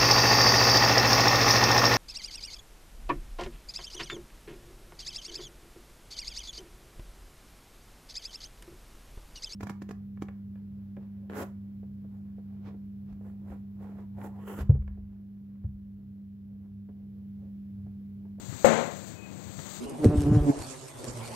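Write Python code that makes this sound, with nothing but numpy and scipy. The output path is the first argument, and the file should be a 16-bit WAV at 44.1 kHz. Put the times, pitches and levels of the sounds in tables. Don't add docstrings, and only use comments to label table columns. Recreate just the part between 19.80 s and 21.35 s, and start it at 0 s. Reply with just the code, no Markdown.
import sys
import numpy as np
from scipy import signal
from scipy.fft import rfft, irfft
from scipy.io import wavfile
from scipy.ndimage import uniform_filter1d

SR = 44100
rng = np.random.default_rng(int(sys.argv[2]) if len(sys.argv) > 2 else 0)


def store_pcm(level_fs):
    pcm = np.round(np.clip(level_fs, -1, 1) * 32767).astype(np.int16)
    wavfile.write(sys.argv[1], SR, np.atleast_2d(pcm).T)


N = 68355
T, HZ = np.arange(N) / SR, np.fft.rfftfreq(N, 1 / SR)

# (frequency [Hz], relative level [dB])
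AIR_SPECTRUM = [(20, 3), (50, 37), (100, -45), (300, 21), (1000, 27), (2000, 0), (4000, 3), (7000, -6),
                (9200, 6.5), (10300, -20), (11500, 21.5), (13000, -51)]
# (frequency [Hz], correlation [clipped to -1..1])
AIR_LIKENESS = [(50, 0.62), (300, -0.21), (1000, -0.41), (2500, -0.079), (5000, 0.65), (8000, 0.13),
                (10300, 0.78), (11300, -1.2)]
# (time [s], level [dB])
DRONE_LEVEL = [(0, -55), (.1, -46), (.2, -43), (.3, -43), (.6, -43), (.81, -41), (.9, -51.5), (1.1, -50),
               (1.28, -47), (1.34, -45.5), (1.42, -40), (1.55, -43)]
# (frequency [Hz], relative level [dB])
DRONE_SPECTRUM = [(30, -41), (90, -2), (130, 6.5), (200, -9.5), (270, 0), (420, -1.5), (650, -2.5),
                  (1000, -8), (1600, -27), (3000, -24), (8000, -79)]
# (time [s], level [dB])
RUMBLE_LEVEL = [(0, -51), (.05, -42.5), (.125, -52), (.17, -68), (.22, -44), (.26, -28.5), (.62, -37),
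                (.7, -53), (.76, -55.5), (.81, -43), (.88, -70), (1.2, -81), (1.3, -50), (1.55, -83)]
# (frequency [Hz], relative level [dB])
RUMBLE_SPECTRUM = [(15, -7), (30, -7), (50, 5), (90, -11), (180, -4), (400, -2.5), (1500, -87)]
# (time [s], level [dB])
CRACKLE_LEVEL = [(0, -53), (.042, -46.5), (.07, -57), (.1, -51.5), (.13, -56), (.22, -53.5), (.252, -47.5),
                 (.28, -53), (.345, -56), (.38, -48), (.42, -54.5), (.46, -51), (.515, -57), (.545, -50),
                 (.59, -54.5), (.76, -53), (.82, -45.5), (.86, -48.5), (1.05, -54), (1.095, -49),
                 (1.13, -55.5), (1.2, -49), (1.28, -49.5), (1.34, -51), (1.39, -47.5), (1.43, -47.5),
                 (1.47, -43.5), (1.51, -49), (1.55, -44.5)]
# (frequency [Hz], relative level [dB])
PAPER_SPECTRUM = [(300, -91), (1000, 5.5), (2000, 2.5), (3500, -0.5), (5000, 0.5), (7000, 1), (9000, 3.5),
                  (10300, -8.5), (11500, -1), (13000, -15)]
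# (time [s], half-length [s], level [dB])
SCRAPES = [(0.692, 0.03, -51), (0.77, 0.026, -55), (0.9, 0.023, -45), (1.01, 0.065, -53.5),
           (1.291, 0.015, -43.5)]
# (frequency [Hz], relative level [dB])
SCRAPE_SPECTRUM = [(1000, -2), (3600, -6), (5000, -1), (6700, 4.5), (9000, -2.5), (10300, -13),
                   (11500, -32), (13000, -2)]
# (time when closest [s], half-length [s], wingbeat [Hz], wingbeat level [dB],
# octave re wingbeat [dB], overtones re wingbeat [dB], favoured overtone [Hz], left microphone lead [ms])
FAR_PASSES = [(0.026, 0.022, 124, -60.5, 18, 11, 372, 1), (0.09, 0.024, 138, -57.5, 15.5, 14.5, 436, -0.42),
              (0.129, 0.0089, 156, -42.5, 2.5, -8, 410, 0.76),
              (0.15, 0.017, 120, -51.5, 11, -4, 385, -0.66), (0.907, 0.032, 131, -54.5, 4.5, 1, 410, 0.012),
              (0.973, .016, 140, -51, -4, -8, 635, -0.21),
              (1.056, 0.034, 128, -52.5, -14.5, 0.5, 380, -0.27),
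              (1.114, .018, 142, -54.5, 1, -7, 610, 0.32), (1.157, 0.013, 131, -44.5, -11, -7, 656, 0.39),
              (1.202, 0.012, 127, -53.5, 4, 8.5, 375, 0.21), (1.25, 0.015, 123, -55, 6.5, 9.5, 370, -0.11),
              (1.284, 0.01, 125, -38.5, -2.5, 0.5, 507, 0.14),
              (1.394, 0.024, 116, -42.5, -9, -3, 620, -0.15), (1.457, 0.016, 116, -58, -4, 7, 610, -0.4),
              (1.518, 0.026, 114, -55, 0, 4, 650, 0.002)]
# (frequency [Hz], relative level [dB])
FAR_SPECTRUM = [(380, 1), (500, 0), (640, 0.5), (800, -15), (1050, -5), (1500, -29), (3000, -18),
                (5000, -46)]
# (time [s], level [dB], left over right [dB], added tilt [dB per octave])
PAPER_TICKS = [(0.041, -40.5, 2, 5.5), (.0955, -33.5, -1, 9), (0.2442, -25.5, -2.5, -2),
               (.2538, -33.5, -7, -1), (0.399, -41, 3, -1), (0.406, -34, 2, 2), (0.4137, -42, -5, -1),
               (.4182, -37, -3, 7), (0.4193, -33.5, -7, 1.5), (0.4281, -35.5, 8, -5),
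               (0.435, -36.5, -3, -3), (0.7903, -39, -11, 4), (0.8151, -37, -2, 0), (0.8208, -36, -4, -3),
               (0.8675, -39, -1, 3), (1.0842, -37, 0, 0.5), (1.2425, -31, -1.5, 2), (1.2503, -36, -3, 1),
               (1.3725, -37.5, -8, 4)]
# (time [s], wingbeat [Hz])
NEAR_WINGBEAT = [(.18, 151), (.238, 151), (.3, 144.5), (.335, 148.3), (.368, 148), (.4, 145), (.46, 144),
                 (.49, 147.5), (.566, 149), (.63, 146), (.7, 142.5), (.8, 142)]
# (time [s], wingbeat level [dB], octave level [dB], overtone level [dB])
NEAR_LEVELS = [(.16, -65, -62, -64), (.2, -37, -37, -42), (.222, -47, -33, -44), (.245, -30, -22, -28.5),
               (.285, -34, -26.5, -43), (.312, -44, -34, -40), (.345, -28, -25, -36),
               (.375, -43.5, -28.5, -45), (.415, -26.5, -26.5, -41.5), (.447, -67, -34.5, -43.5),
               (.468, -24.5, -21.5, -38), (.52, -26.5, -28.5, -36.5), (.565, -20.5, -24, -34.5),
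               (.59, -37.5, -29, -41), (.655, -27, -39.5, -41), (.68, -37, -21.5, -33.5),
               (.702, -22.5, -14, -28.5), (.726, -48, -46, -50), (.775, -52, -36.5, -40.5),
               (.84, -68, -63, -81)]
# (frequency [Hz], relative level [dB])
NEAR_SPECTRUM = [(430, 1), (590, -4), (740, -4.5), (890, -14.5), (1040, -15.5), (1200, -15), (1500, -19.5),
                 (2500, -31), (5000, -44)]
# (time [s], left microphone lead [ms], left over right [dB])
NEAR_DIRECTION = [(.2, -0.45, 0.5), (.25, 0.062, -2.5), (.29, 0.0018, 5.5), (.33, -0.073, -2),
                  (.38, 0.075, 5), (.43, 0.11, 0.5), (.47, -0.15, -0.5), (.55, 0.041, 2),
                  (.63, 0.047, -0.5), (.68, 0.39, -3.5), (.71, 0.45, 1), (.79, 0.48, -0.5)]
# (time [s], favoured overtone [Hz])
NEAR_HEADING = [(.2, 730), (.235, 447), (.3, 430), (.33, 580), (.36, 607), (.39, 425), (.575, 442),
                (.6, 590), (.645, 690), (.67, 557), (.71, 554), (.75, 704)]
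# (time [s], half-length [s], centre [Hz], level [dB])
WASH_PUFFS = [(0.252, .008, 428, -19), (0.258, 0.0076, 189, -14), (0.268, .007, 79, -12),
              (0.293, 0.014, 115.4, -20.5), (0.357, 0.0052, 206, -24.5), (0.384, 0.012, 73, -18.5),
              (0.448, 0.022, 101, -29.5), (.545, 0.041, 105, -20), (0.515, 0.016, 85, -22),
              (0.527, 0.016, 209, -22), (0.572, 0.0076, 118, -16.5), (0.607, 0.016, 56, -23.5),
              (0.645, .021, 51.6, -44), (.812, 0.0074, 97, -40.5)]


def amp(db):
    return 10 ** (np.asarray(db) / 20)


def unit(x):
    return x / np.sqrt(np.mean(x ** 2) + 1e-20)


def curve(points, column=1):
    table = np.transpose(points)
    return np.interp(T, table[0], table[column])


def read(points, hz):
    f, value = np.transpose(points)
    return np.interp(np.log(hz + 1), np.log(f), value)


def colour(x, spectrum):
    return irfft(rfft(x) * unit(amp(read(spectrum, HZ))), N)


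def pan(db):
    return amp(np.array([[.5], [-.5]]) * db)


def wander(rate_hz):
    return unit(irfft(rfft(rng.standard_normal(N)) * np.exp(-(HZ / rate_hz) ** 2), N))


def pair(x, likeness):
    left, other = rfft(x)
    likeness = np.clip(likeness, -1, 1)
    return irfft(np.array([left, likeness * left + np.sqrt(1 - likeness ** 2) * other]), N)


def patchy(x, depth_db=3.5):
    frames = signal.stft(x, nperseg=1024, noverlap=768)[2]
    patches = uniform_filter1d(rng.standard_normal(frames.shape[1:]), size=9, axis=0)
    patches = unit(uniform_filter1d(patches, size=8, axis=1))
    return signal.istft(frames * amp(depth_db * patches), nperseg=1024, noverlap=768)[1][:, :N]


def noise(spectrum, likeness):
    return unit(colour(pair(patchy(rng.standard_normal((2, N))), likeness), spectrum))


def air_hiss():
    return amp(-53) * noise(AIR_SPECTRUM, read(AIR_LIKENESS, HZ))


def colony_drone():
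    return amp(curve(DRONE_LEVEL)) * noise(DRONE_SPECTRUM, likeness=.53)


def handling_rumble():
    return amp(curve(RUMBLE_LEVEL)) * noise(RUMBLE_SPECTRUM, likeness=.95)


def grains(clicks_per_s=3000, spread_db=4.5, hiss_gain=.94):
    size = amp(spread_db * np.minimum(rng.exponential(1, (2, N)), 4))
    clicks = unit(size * rng.choice([-1, 1], (2, N)) * (rng.random((2, N)) < clicks_per_s / SR))
    return unit(patchy(clicks + hiss_gain * rng.standard_normal((2, N))))


def scratching():
    crackle = amp(curve(CRACKLE_LEVEL)) * colour(pair(grains(), likeness=.4), PAPER_SPECTRUM)
    strokes = sum(amp(db) * np.exp(-.5 * ((T - s) / half_s) ** 2) for s, half_s, db in SCRAPES)
    scrapes = strokes * colour(pair(grains(), likeness=.12), SCRAPE_SPECTRUM)
    return pan(db=-1) * crackle + pan(db=-11) * scrapes


def wings(hz, lead_ms, levels_db, spectrum, lobe_hz, lobe_db, jitter, flutter_db, roughness):
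    beats = np.cumsum(hz * (1 + jitter * wander(rate_hz=99.2))) / SR
    beats = beats + np.array([[.5], [-.5]]) * hz * lead_ms / 1000
    harmonics = [np.sqrt(2) * np.cos(2 * np.pi * (k * beats + rng.random())) for k in range(1, 31)]
    overtones, lobe_width_oct = 0, .13
    for k, harmonic in enumerate(harmonics[2:], start=3):
        overtone_hz = k * hz.mean()
        lift_db = lobe_db * np.exp(-.5 * (np.log2(overtone_hz / lobe_hz) / lobe_width_oct) ** 2)
        db = read(spectrum, overtone_hz) + lift_db + flutter_db * wander(rate_hz=27)
        overtones += amp(db) * harmonic
    overtones = unit(overtones * (1 + roughness * wander(rate_hz=98)))
    beat_db, octave_db, overtone_db = levels_db
    return amp(beat_db) * harmonics[0] + amp(octave_db) * harmonics[1] + amp(overtone_db) * overtones


def far_hornets(doppler=.02, beat_sway_db=3.5, sway_db=2.5):
    out = np.zeros((2, N))
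    for s, half_s, hz, db, octave_db, overtone_db, lobe_hz, lead_ms in FAR_PASSES:
        along = (T - s) / half_s
        pitch_hz = hz * (1 - doppler * np.tanh(along))
        levels_db = db + beat_sway_db * wander(rate_hz=38), db + octave_db, db + overtone_db
        buzz = wings(pitch_hz, lead_ms, levels_db, FAR_SPECTRUM, lobe_hz,
                     lobe_db=7, jitter=.04, flutter_db=4.5, roughness=.18)
        out += buzz * amp(sway_db * wander(rate_hz=6.4)) / np.cosh(np.clip(along, -20, 20))
    return out


def reflections(x, t60_s=.12, gap_s=.003):
    tail = rng.standard_normal((2, N)) * amp(-60 * T / t60_s) * (T > gap_s)
    return signal.fftconvolve(x, tail / np.linalg.norm(tail[0]), axes=1)[:, :N]


def paper_ticks(rise_s=.00059, decay_s=.00096, tail_s=.0069, tail_db=-15.5):
    out = np.zeros((2, N))
    for s, db, side_db, tilt_db in PAPER_TICKS:
        age = np.maximum(T - s, 0)
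        decay = np.exp(-age / decay_s) + amp(tail_db) * np.exp(-age / tail_s)
        envelope = np.minimum(age / rise_s, 1) * decay
        tilted = [(hz, level + tilt_db * np.log2(hz / 300)) for hz, level in PAPER_SPECTRUM]
        snap = colour(pair(rng.standard_normal((2, N)), likeness=.7), tilted)
        out += pan(side_db) * amp(db) * envelope * snap
    return out


def near_hornet():
    levels_db = [curve(NEAR_LEVELS, column) for column in (1, 2, 3)]
    lead_ms, side_db = curve(NEAR_DIRECTION, 1), curve(NEAR_DIRECTION, 2)
    buzz = wings(curve(NEAR_WINGBEAT), lead_ms, levels_db, NEAR_SPECTRUM, curve(NEAR_HEADING),
                 lobe_db=5.5, jitter=.014, flutter_db=2, roughness=.3)
    return pan(side_db) * buzz


def wing_wash(width_oct=.42, skirt_db=-28):
    out = np.zeros((2, N))
    for s, half_s, hz, db in WASH_PUFFS:
        window = np.exp(-.5 * ((T - s) / half_s) ** 2)
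        widths_off = np.log2((HZ + 1) / hz) / width_oct
        band = np.exp(-.5 * widths_off ** 2) + amp(skirt_db) / (1 + widths_off ** 2) ** 2
        gust = window * pair(rng.standard_normal((2, N)), likeness=1)
        swirl = window * irfft(rfft(gust) * band, N)
        out += amp(db) * unit(swirl) * np.sqrt(np.mean(window ** 2))
    return out


def scene():
    near, far = near_hornet(), far_hornets()
    background = colony_drone() + handling_rumble() + air_hiss()
    echoes = reflections(amp(-2) * far + amp(-19) * near)
    return background + far + near + echoes + wing_wash() + scratching() + paper_ticks()


def record(dry, low_cut_hz=24, top_hz=12100):
    dry = irfft(rfft(dry) * HZ ** 4 / np.hypot(HZ ** 4, low_cut_hz ** 4), N)
    lowpass = signal.firwin(301, top_hz, window=("kaiser", 9), fs=SR)
    return signal.oaconvolve(dry, lowpass[None], "same")


dry = scene()
out = record(dry)
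store_pcm(out)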